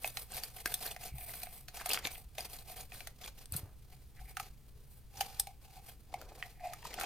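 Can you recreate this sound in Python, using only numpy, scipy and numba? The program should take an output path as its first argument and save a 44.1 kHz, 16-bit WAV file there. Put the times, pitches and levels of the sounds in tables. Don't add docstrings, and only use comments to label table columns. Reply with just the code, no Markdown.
import sys
import numpy as np
from scipy import signal
from scipy.fft import rfft, irfft, next_fast_len
from scipy.io import wavfile
from scipy.ndimage import uniform_filter1d
from numba import njit

SR = 44100
rng = np.random.default_rng(int(sys.argv[2]) if len(sys.argv) > 2 else 0)


def store_pcm(level_fs):
    pcm = np.round(np.clip(level_fs, -1, 1) * 32767).astype(np.int16)
    wavfile.write(sys.argv[1], SR, np.atleast_2d(pcm).T)


N = 310905
TIME = np.arange(N) / SR

# (frequency [Hz], level [dB])
SIZZLE_COLOUR = [(5500, -66), (7700, 2), (8700, 5.5), (10200, 4), (12500, 5), (15000, 4), (16500, -29.5)]
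# (time [s], pitch [Hz])
AIR_PITCH = [(0, 753), (1.3, 713), (1.85, 746), (2.4, 715), (5.2, 779), (5.4, 810), (5.5, 760), (5.7, 777),
             (6.15, 741), (6.72, 725), (6.85, 976), (6.93, 750), (7.05, 743)]
PORT_SIDE_DB = -3


def undb(db):
    return 10 ** (np.asarray(db) / 20)


def unit(x):
    return x / np.sqrt(np.mean(x ** 2))


def colour(x, points):
    size = next_fast_len(x.shape[-1] + 2048) * 2
    hz, db = np.transpose(points)
    bin_hz = np.arange(size // 2 + 1) * SR / size
    gain_db = np.interp(np.log(bin_hz + 1), np.log(hz), db)
    cepstrum = irfft(np.log(undb(gain_db)))
    cepstrum[1:size // 2] *= 2
    cepstrum[size // 2 + 1:] = 0
    response = np.exp(rfft(cepstrum))
    return irfft(rfft(x, size) * response)[..., :x.shape[-1]]


def walk(rate):
    k = int(SR / rate)
    steps = np.repeat(rng.standard_normal(N // k + 1), k)
    return unit(uniform_filter1d(steps, k)[:N])


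def two_ports(pair, side_db, side_hz):
    diffuse = 0.61
    paths = rng.standard_normal(41)
    paths = paths - paths[::-1]
    shifted = np.convolve(pair[0], paths / np.linalg.norm(paths), "same")
    side = np.sqrt(diffuse) * pair[1] + np.sqrt(1 - diffuse) * shifted
    side = undb(side_db) * signal.lfilter(*signal.butter(1, side_hz, "high", fs=SR), side)
    return np.array([pair[0] + side, pair[0] - side])


@njit
def resonance(x, hz, width):
    y, band, low = np.empty(len(x)), 0., 0.
    for i in range(len(x)):
        g, k = np.tan(np.pi * hz[i] / SR), width / hz[i]
        v = (band + g * (x[i] - low)) / (1 + g * (g + k))
        band, low, y[i] = 2 * v - band, low + 2 * g * v, k * v
    return y


def ring(x, hz, width):
    return resonance(np.ascontiguousarray(x), hz * np.ones(len(x)), float(width))


def double_ring(x, hz, width):
    return ring(ring(x, hz, width), hz, width)


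def jar_air(x, hz):
    # (multiple of the air pitch, width of each filter pass [Hz], level [dB])
    air_modes = [(1, 140, 0), (2.9, 330, -20), (3.35, 330, -21)]
    return sum(undb(db) * double_ring(x, hz * multiple, width) for multiple, width, db in air_modes)


def wall_spot(x, hz):
    q = 13
    # (multiple of its ring pitch, level [dB])
    spot_modes = [(1, 9), (1.65, -1.5)]
    return x + sum(undb(db) * ring(x, hz * multiple, hz * multiple / q) for multiple, db in spot_modes)


def crinkles(per_s, spread_db, slide_db):
    happens = rng.random(N) < per_s / SR
    sizes = happens * undb(spread_db * np.minimum(rng.exponential(size=N), 4.5))
    decay_s = 0.0015
    bursts = signal.lfilter([1], [1, -np.exp(-1 / (decay_s * SR))], sizes)
    buckles = unit(bursts * rng.standard_normal((2, N)))
    hiss = undb(slide_db) * rng.standard_normal((2, N))
    return unit(buckles + hiss)


def room_tone():
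    floor_db, hum_hz, hum_db = -55.0, 121, -71
    # (frequency [Hz], level [dB])
    tone_colour = [(20, -1.5), (33, -3), (48, 2.5), (70, -4), (100, -12), (125, -5.5), (160, -16),
                   (250, -23), (350, -27.5), (440, -26.5), (600, -33.5), (1500, -39), (6000, -43),
                   (16000, -42)]
    mid, side = colour(rng.standard_normal((2, N)), tone_colour)
    air = unit(mid + np.array([[.32], [-.32]]) * side)
    hum = np.sqrt(2) * np.sin(2 * np.pi * hum_hz * TIME + 1.24 * walk(12))
    hum *= undb(hum_db + 1.0 * walk(3.6))
    return undb(floor_db) * air + hum


def snaps():
    lead, fade = .5, 1.65
    tail_db, tail_s = -19, 0.0053
    spike = 0.8
    crack_even_hz, crack_db_per_octave = 2130, 3.5
    pan_db = 0.5
    # (time of peak [s], length scale [s], level as rms over 8 ms [dB],
    #  brightness, added to sizzle and taken from knock [dB], jar air against level [dB], ring pitch [Hz])
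    snap_list = [(0.035, .002, -59, 10, -11, 2550), (0.045, 0.0017, -47, -11.5, 11.5, 2540),
                 (0.076, 0.0035, -49.5, 12, -2, 3630), (.1715, 0.0018, -42, -2.5, -4, 3980),
                 (0.339, 0.0014, -56, 9, -6, 4350), (0.368, 0.0079, -46, 6.5, -3, 2470),
                 (.436, 0.002, -44.5, 4.5, -25, 4530), (.6588, 0.003, -34.5, -2, -20, 1590),
                 (0.7414, .0018, -37, 6.5, -20, 3520), (0.964, .0023, -51.5, -5, 3.5, 2030),
                 (1.183, 0.0032, -55.5, 7, 2.5, 2290), (1.338, .006, -50.5, 2, -4, 2450),
                 (1.433, .003, -47, 7, -2, 2490), (1.47, .002, -57, -4, 7, 2300),
                 (1.684, 0.0045, -51.5, -1, -8, 4300), (1.8177, .0035, -53, -1, 4, 1430),
                 (1.8598, 0.0043, -39.5, 3, -0.5, 1290), (1.8925, .0047, -41.5, 6.5, -19, 2290),
                 (1.914, .0036, -50, 7, 1, 3540), (1.9338, 0.0023, -36.5, 4.5, -8, 4800),
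                 (1.945, 0.0032, -38, -2, -18, 3150), (1.9745, .0008, -49, -12.5, -13, 1310),
                 (2.054, .004, -46.5, -9.5, -23, 2300), (2.071, 0.0022, -40.5, -3, -7, 2210),
                 (2.383, 0.0041, -44, -1.5, 4.5, 3600), (2.9207, 0.002, -58, -8.5, 3.5, 2450),
                 (3.006, 0.0019, -51.5, -4, -3, 2360), (3.0727, 0.0024, -46.5, -0.5, -5.5, 2050),
                 (3.4575, 0.00073, -60.5, 7.5, -20, 4970), (3.5226, .001, -59, 20.5, -13, 4650),
                 (3.5405, 0.0036, -49, 3, -9, 1430), (3.565, 0.0055, -51, 17.5, -19, 4400),
                 (4.37, 0.0028, -42, -4.5, -2.5, 1310), (4.399, 0.0051, -42, -2.5, 1.5, 1250),
                 (5.209, .0043, -35, 0.5, 4, 3040), (5.398, 0.0027, -38, 11.5, -10.5, 5060),
                 (5.4713, .0022, -53, 1, 5, 2330), (6.141, 0.0018, -52, -2.5, 16.5, 2260),
                 (6.215, 0.0016, -54, -0.5, -14, 1370), (6.4264, 0.00034, -55, -18.5, -2, 1920),
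                 (6.735, 0.0015, -47, 0, -10, 1220), (6.828, 0.0035, -65, -9, 11, 1840),
                 (6.852, 0.0018, -51.5, -4, 10, 1220), (6.941, 0.0018, -47, -0.5, -3, 3150),
                 (6.999, 0.0033, -43.5, 1, -3, 2020), (7.012, 0.0073, -39.5, -1.5, -9, 1360),
                 (7.035, .0026, -46, 0, 8, 1360)]
    # (frequency [Hz], level [dB])
    knock_colour = [(100, -26), (300, -14), (550, -11), (800, -8), (1250, -1), (2000, 0), (2700, -2),
                    (3400, -4), (4200, -20), (8000, -45)]
    # (frequency [Hz], level [dB])
    crack_colour = [(1500, -16.5), (2800, 3), (3600, 6), (5000, 4), (7000, 3), (9000, -5), (15000, -54)]

    out = np.zeros((2, N + SR))
    t = np.arange(-256, 4096) / SR
    blow = .008 * SR
    pan = undb(np.array([[pan_db], [-pan_db]]) / 2)
    for s, length, level_db, bright_db, hollow_db, ring_hz in snap_list:
        knock_db, sizzle_db, air_db = level_db - bright_db, level_db + bright_db, level_db + hollow_db
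        crack_db = level_db + crack_db_per_octave * np.log2(ring_hz / crack_even_hz)
        air_hz = np.interp(s, *np.transpose(AIR_PITCH))
        span = abs(t) / max(length, 1e-4)
        settling = undb(tail_db) * np.exp(-abs(t) / tail_s)
        shape = np.where(t < 0, np.exp(-span / lead), np.exp(-span / fade) + settling)
        shape = shape * (1 + .9 * np.exp(-abs(t) / .0004))
        unevenness = np.exp(spike * np.clip(rng.standard_normal(len(t)), -2, 2))
        chain = shape * rng.standard_normal((2, len(t))) * unevenness
        push = chain / np.sqrt(np.sum(chain[0] ** 2))
        push[0, np.argmin(abs(t))] += 1.1
        air = jar_air(push[0], air_hz) * np.ones((2, 1))
        push = np.array([wall_spot(x, ring_hz) for x in push])
        chain = np.array([wall_spot(x, ring_hz) for x in chain])
        push = signal.lfilter(*signal.butter(1, .3 * ring_hz, "high", fs=SR), push)
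        knock = two_ports(colour(push, knock_colour), PORT_SIDE_DB, side_hz=1540)
        crack = two_ports(colour(chain, crack_colour), PORT_SIDE_DB, side_hz=2020)
        sizzle = two_ports(colour(chain, SIZZLE_COLOUR), PORT_SIDE_DB, side_hz=2000)
        parts = [(air, air_db), (knock, knock_db), (crack, crack_db), (sizzle, sizzle_db)]
        start = max(int((s + t[0]) * SR), 0)
        for part, db in parts:
            out[:, start:start + len(t)] += unit(part) * undb(db) * pan * np.sqrt(blow / len(t))
    return out[:, :N]


def stroke_levels():
    attack_s, release_s, arch_db = 0.02, 0.027, 0.48
    rest_db = -75
    # (start [s], length [s], rustle level [dB], sizzle against rustle [dB], jar air against rustle [dB])
    stroke_list = [(0.037, 0.058, -51, 3.5, -22), (0.145, 0.086, -55.5, 4.5, -26),
                   (0.319, 0.074, -50.5, -1, -8.5), (0.448, 0.036, -54.5, 1, -20.5),
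                   (0.547, 0.062, -56.5, 2, -8), (0.677, 0.082, -51, 2.0, -8.5),
                   (0.825, 0.081, -45.5, 0.5, -11), (1.016, 0.05, -51, 0.5, -7),
                   (1.159, 0.17, -60.5, 7.5, -0.5), (1.289, 0.16, -54.0, 4.5, -14),
                   (1.513, 0.1, -61, 5.0, -9), (1.753, 0.066, -50, -1.0, -7), (1.896, 0.063, -43, -3, -15),
                   (2.053, 0.019, -44.0, -7, -18), (2.136, 0.019, -49, 4.5, -3.5),
                   (2.392, 0.053, -49, -1, -11), (2.508, 0.095, -53.5, 2, -6.5),
                   (2.692, 0.013, -51, 0.5, -2), (2.767, 0.043, -50.5, 1, -8.5),
                   (2.932, 0.073, -54.5, 0.5, -22), (3.03, 0.053, -60.5, -3.5, -30),
                   (3.225, 0.055, -52.0, -4.5, -13), (3.387, 0.031, -58.5, -1.5, -13),
                   (3.536, 0.043, -51.5, 1, -24), (3.927, 0.014, -65, -1, -6),
                   (4.176, 0.043, -64.5, -2, -0.5), (4.247, 0.066, -64, 3.5, -7), (4.4, 0.07, -57, -3, -17),
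                   (4.88, 0.1, -73, 6.5, -14.0), (5.176, 0.088, -52, -2, -3.5),
                   (5.29, 0.14, -55.5, -2.5, -3.5), (5.48, 0.04, -66.5, -3, 3.5),
                   (5.648, 0.14, -63.5, -3, -1), (5.849, 0.049, -57.5, 1, -11), (6.112, 0.2, -64, -9, -4),
                   (6.357, 0.14, -59, -3, -4.5), (6.647, 0.058, -53.5, -5.5, 12.5),
                   (6.742, 0.052, -58.0, -5, -17), (6.852, 0.1, -54, -9.5, -11.5),
                   (6.984, 0.087, -48.5, -14, -0.5)]
    power = np.full((3, N), undb(rest_db) ** 2) * np.array([[1], [1], [0]])
    for start, length, db, sizzle_db, air_db in stroke_list:
        t = TIME - start
        arch = undb(arch_db * (np.sin(np.pi * np.clip(t / length, 0, 1)) - 1.5))
        build = np.minimum(t, 0) / attack_s
        relax = np.maximum(t - length, 0) / release_s
        shape = arch * np.exp(build - relax)
        peak_power = undb([db, db + sizzle_db, db + air_db]) ** 2
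        power += np.outer(peak_power, np.maximum(shape, 1e-6) ** 2)
    return 10 * np.log10(power)


def ticks(per_s, spread_db):
    count = 7000
    t = np.arange(200) / SR
    when, pitch, size, turn, chance = rng.random((count, 5)).T[:, :, None]
    hz = 1500 + 13000 * pitch ** 1.5
    kept = chance < per_s * N / SR / count
    gain = np.sqrt(hz) * undb(spread_db * np.minimum(-np.log(1 - size), 4)) * kept
    folds = gain * np.exp(2j * np.pi * (hz * t + turn) - t * hz / 6)
    places = (when * N).astype(int) + np.arange(len(t))
    mid_side = (folds.real, folds.imag * np.cos(np.pi * when * N))
    out = [np.bincount(places.ravel(), part.ravel(), N)[:N] for part in mid_side]
    return unit(np.array(out))


def paper():
    crunch_db, crunch_range_db = -52, 5
    fibre_hz, fibre_width_hz, fibre_db, fibre_growth = 14150, 3700, -9.5, 1
    # (frequency [Hz], level [dB])
    rustle_colour = [(120, -10.5), (200, -1), (330, -8), (450, 2), (600, 1), (1050, -2.5), (1700, -7.5),
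                     (2200, -3), (3000, -5.5), (4300, -3.5), (6500, -8.5), (7600, -6.5), (9000, -27)]

    rustle_db, sizzle_db, air_db = stroke_levels()
    catches = undb(3.46 * walk(110))
    rubbing = crinkles(per_s=1100, spread_db=1.0, slide_db=3.5) * catches
    pressure = 1 / (1.5 + np.exp((crunch_db - rustle_db) / crunch_range_db))
    folds = 1.4 * ticks(per_s=520, spread_db=4.6) * catches
    grains = (rubbing + pressure * folds) / np.hypot(1, pressure)

    rustle = unit(two_ports(colour(grains, rustle_colour), PORT_SIDE_DB, side_hz=2100)) * undb(rustle_db)
    sizzle = unit(two_ports(colour(grains, SIZZLE_COLOUR), PORT_SIDE_DB, side_hz=2100)) * undb(sizzle_db)

    fine_grains = crinkles(per_s=540, spread_db=2.0, slide_db=6) * catches
    finest = [double_ring(x, fibre_hz, fibre_width_hz) for x in fine_grains]
    whisper_db = sizzle_db + fibre_db + fibre_growth * (sizzle_db - rustle_db)
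    fibres = unit(two_ports(finest, PORT_SIDE_DB, side_hz=2100)) * undb(whisper_db)

    stirring = rubbing[0] * undb(2 * walk(60))
    air_hz = np.interp(TIME, *np.transpose(AIR_PITCH))
    air = unit(jar_air(stirring, air_hz)) * undb(air_db)
    return rustle + sizzle + fibres + air


def low_thuds():
    rise_s = 0.00083
    # (time [s], pitch [Hz], peak level before rise and decay [dB], decay time constant [s])
    thud_list = [(.659, 326, -30, 0.0022), (1.122, 60, -40, 0.06), (1.14, 129.4, -40.5, 0.028),
                 (2.025, 63.5, -53, .025), (3.524, 92, -34.5, 0.022), (3.55, 150, -33, 0.0096),
                 (3.632, 94, -33.5, 0.013), (4.194, 51.7, -44.5, 0.086)]
    out = np.zeros(N)
    for s, hz, db, decay in thud_list:
        t = np.maximum(TIME - s, 0)
        swing = np.sin(2 * np.pi * hz * t)
        out += undb(db) * swing * (1 - np.exp(-t / rise_s)) * np.exp(-t / decay)
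    return out


def drags_and_low_body():
    # (middle [s], quarter of the whole length [s], pitch [Hz], width before widening [Hz],
    #  rms level before the swell [dB])
    swell_list = [(1.29, 0.19, 2310, 450, -63.5), (1.818, 0.051, 1270, 1010, -55),
                  (1.97, 0.044, 430, 400, -59.5), (1.98, 0.016, 1400, 700, -52),
                  (2.056, 0.0088, 410, 402, -49), (3.622, 0.072, 344, 454, -61.5),
                  (3.931, 0.0078, 2150, 400, -67), (4.185, 0.016, 1940, 383, -63.5),
                  (4.297, 0.027, 2140, 383, -63.5), (4.798, 0.03, 430, 59.6, -71.5),
                  (6.256, 0.089, 477, 334, -57.5), (6.67, 0.082, 2060, 300, -66),
                  (6.995, 0.057, 433, 400, -53), (7.022, 0.031, 1250, 400, -47.5)]
    slips = crinkles(per_s=420, spread_db=9.0, slide_db=-0.5)[0]
    out = np.zeros(N)
    for s, quarter, hz, width, db in swell_list:
        near = abs(TIME - s) < 2 * quarter
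        swell = np.cos(np.pi * (TIME[near] - s) / quarter / 4)
        ringing = ring(ring(slips[near], hz, 1.7 * width), hz, 1.95 * width)
        out[near] += unit(ringing) * undb(db) * swell
    return out


def room(x):
    t60_s, wet_db, dull_hz = 0.25, -19.5, 6100
    near_db, near_s = -10.5, 0.0099
    t = np.arange(SR // 2) / SR
    tail = rng.standard_normal((2, len(t))) * undb(-60 * t / t60_s) * (t > .005)
    tail = two_ports(tail, side_db=-6.0, side_hz=1230)
    tail = signal.lfilter(*signal.butter(1, dull_hz, fs=SR), tail)
    tail *= undb(wet_db) / np.sqrt(np.sum(tail ** 2) / 2)
    near = rng.standard_normal((2, len(t))) * np.exp(-t / near_s) * (t > .0005)
    near = two_ports(near, side_db=-9, side_hz=1510)
    near = signal.lfilter(*signal.butter(2, 1300, "high", fs=SR), near)
    near *= undb(near_db) / np.sqrt(np.sum(near ** 2) / 2)
    return x + signal.fftconvolve(x, tail + near, axes=1)[:, :N]


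def scene():
    jar = paper() + snaps() + drags_and_low_body()
    return room(jar) + low_thuds() + room_tone()


def record(dry):
    top_hz = 16350
    return signal.sosfilt(signal.ellip(10, .2, 70, top_hz, fs=SR, output="sos"), dry)


dry = scene()
out = record(dry)
store_pcm(out)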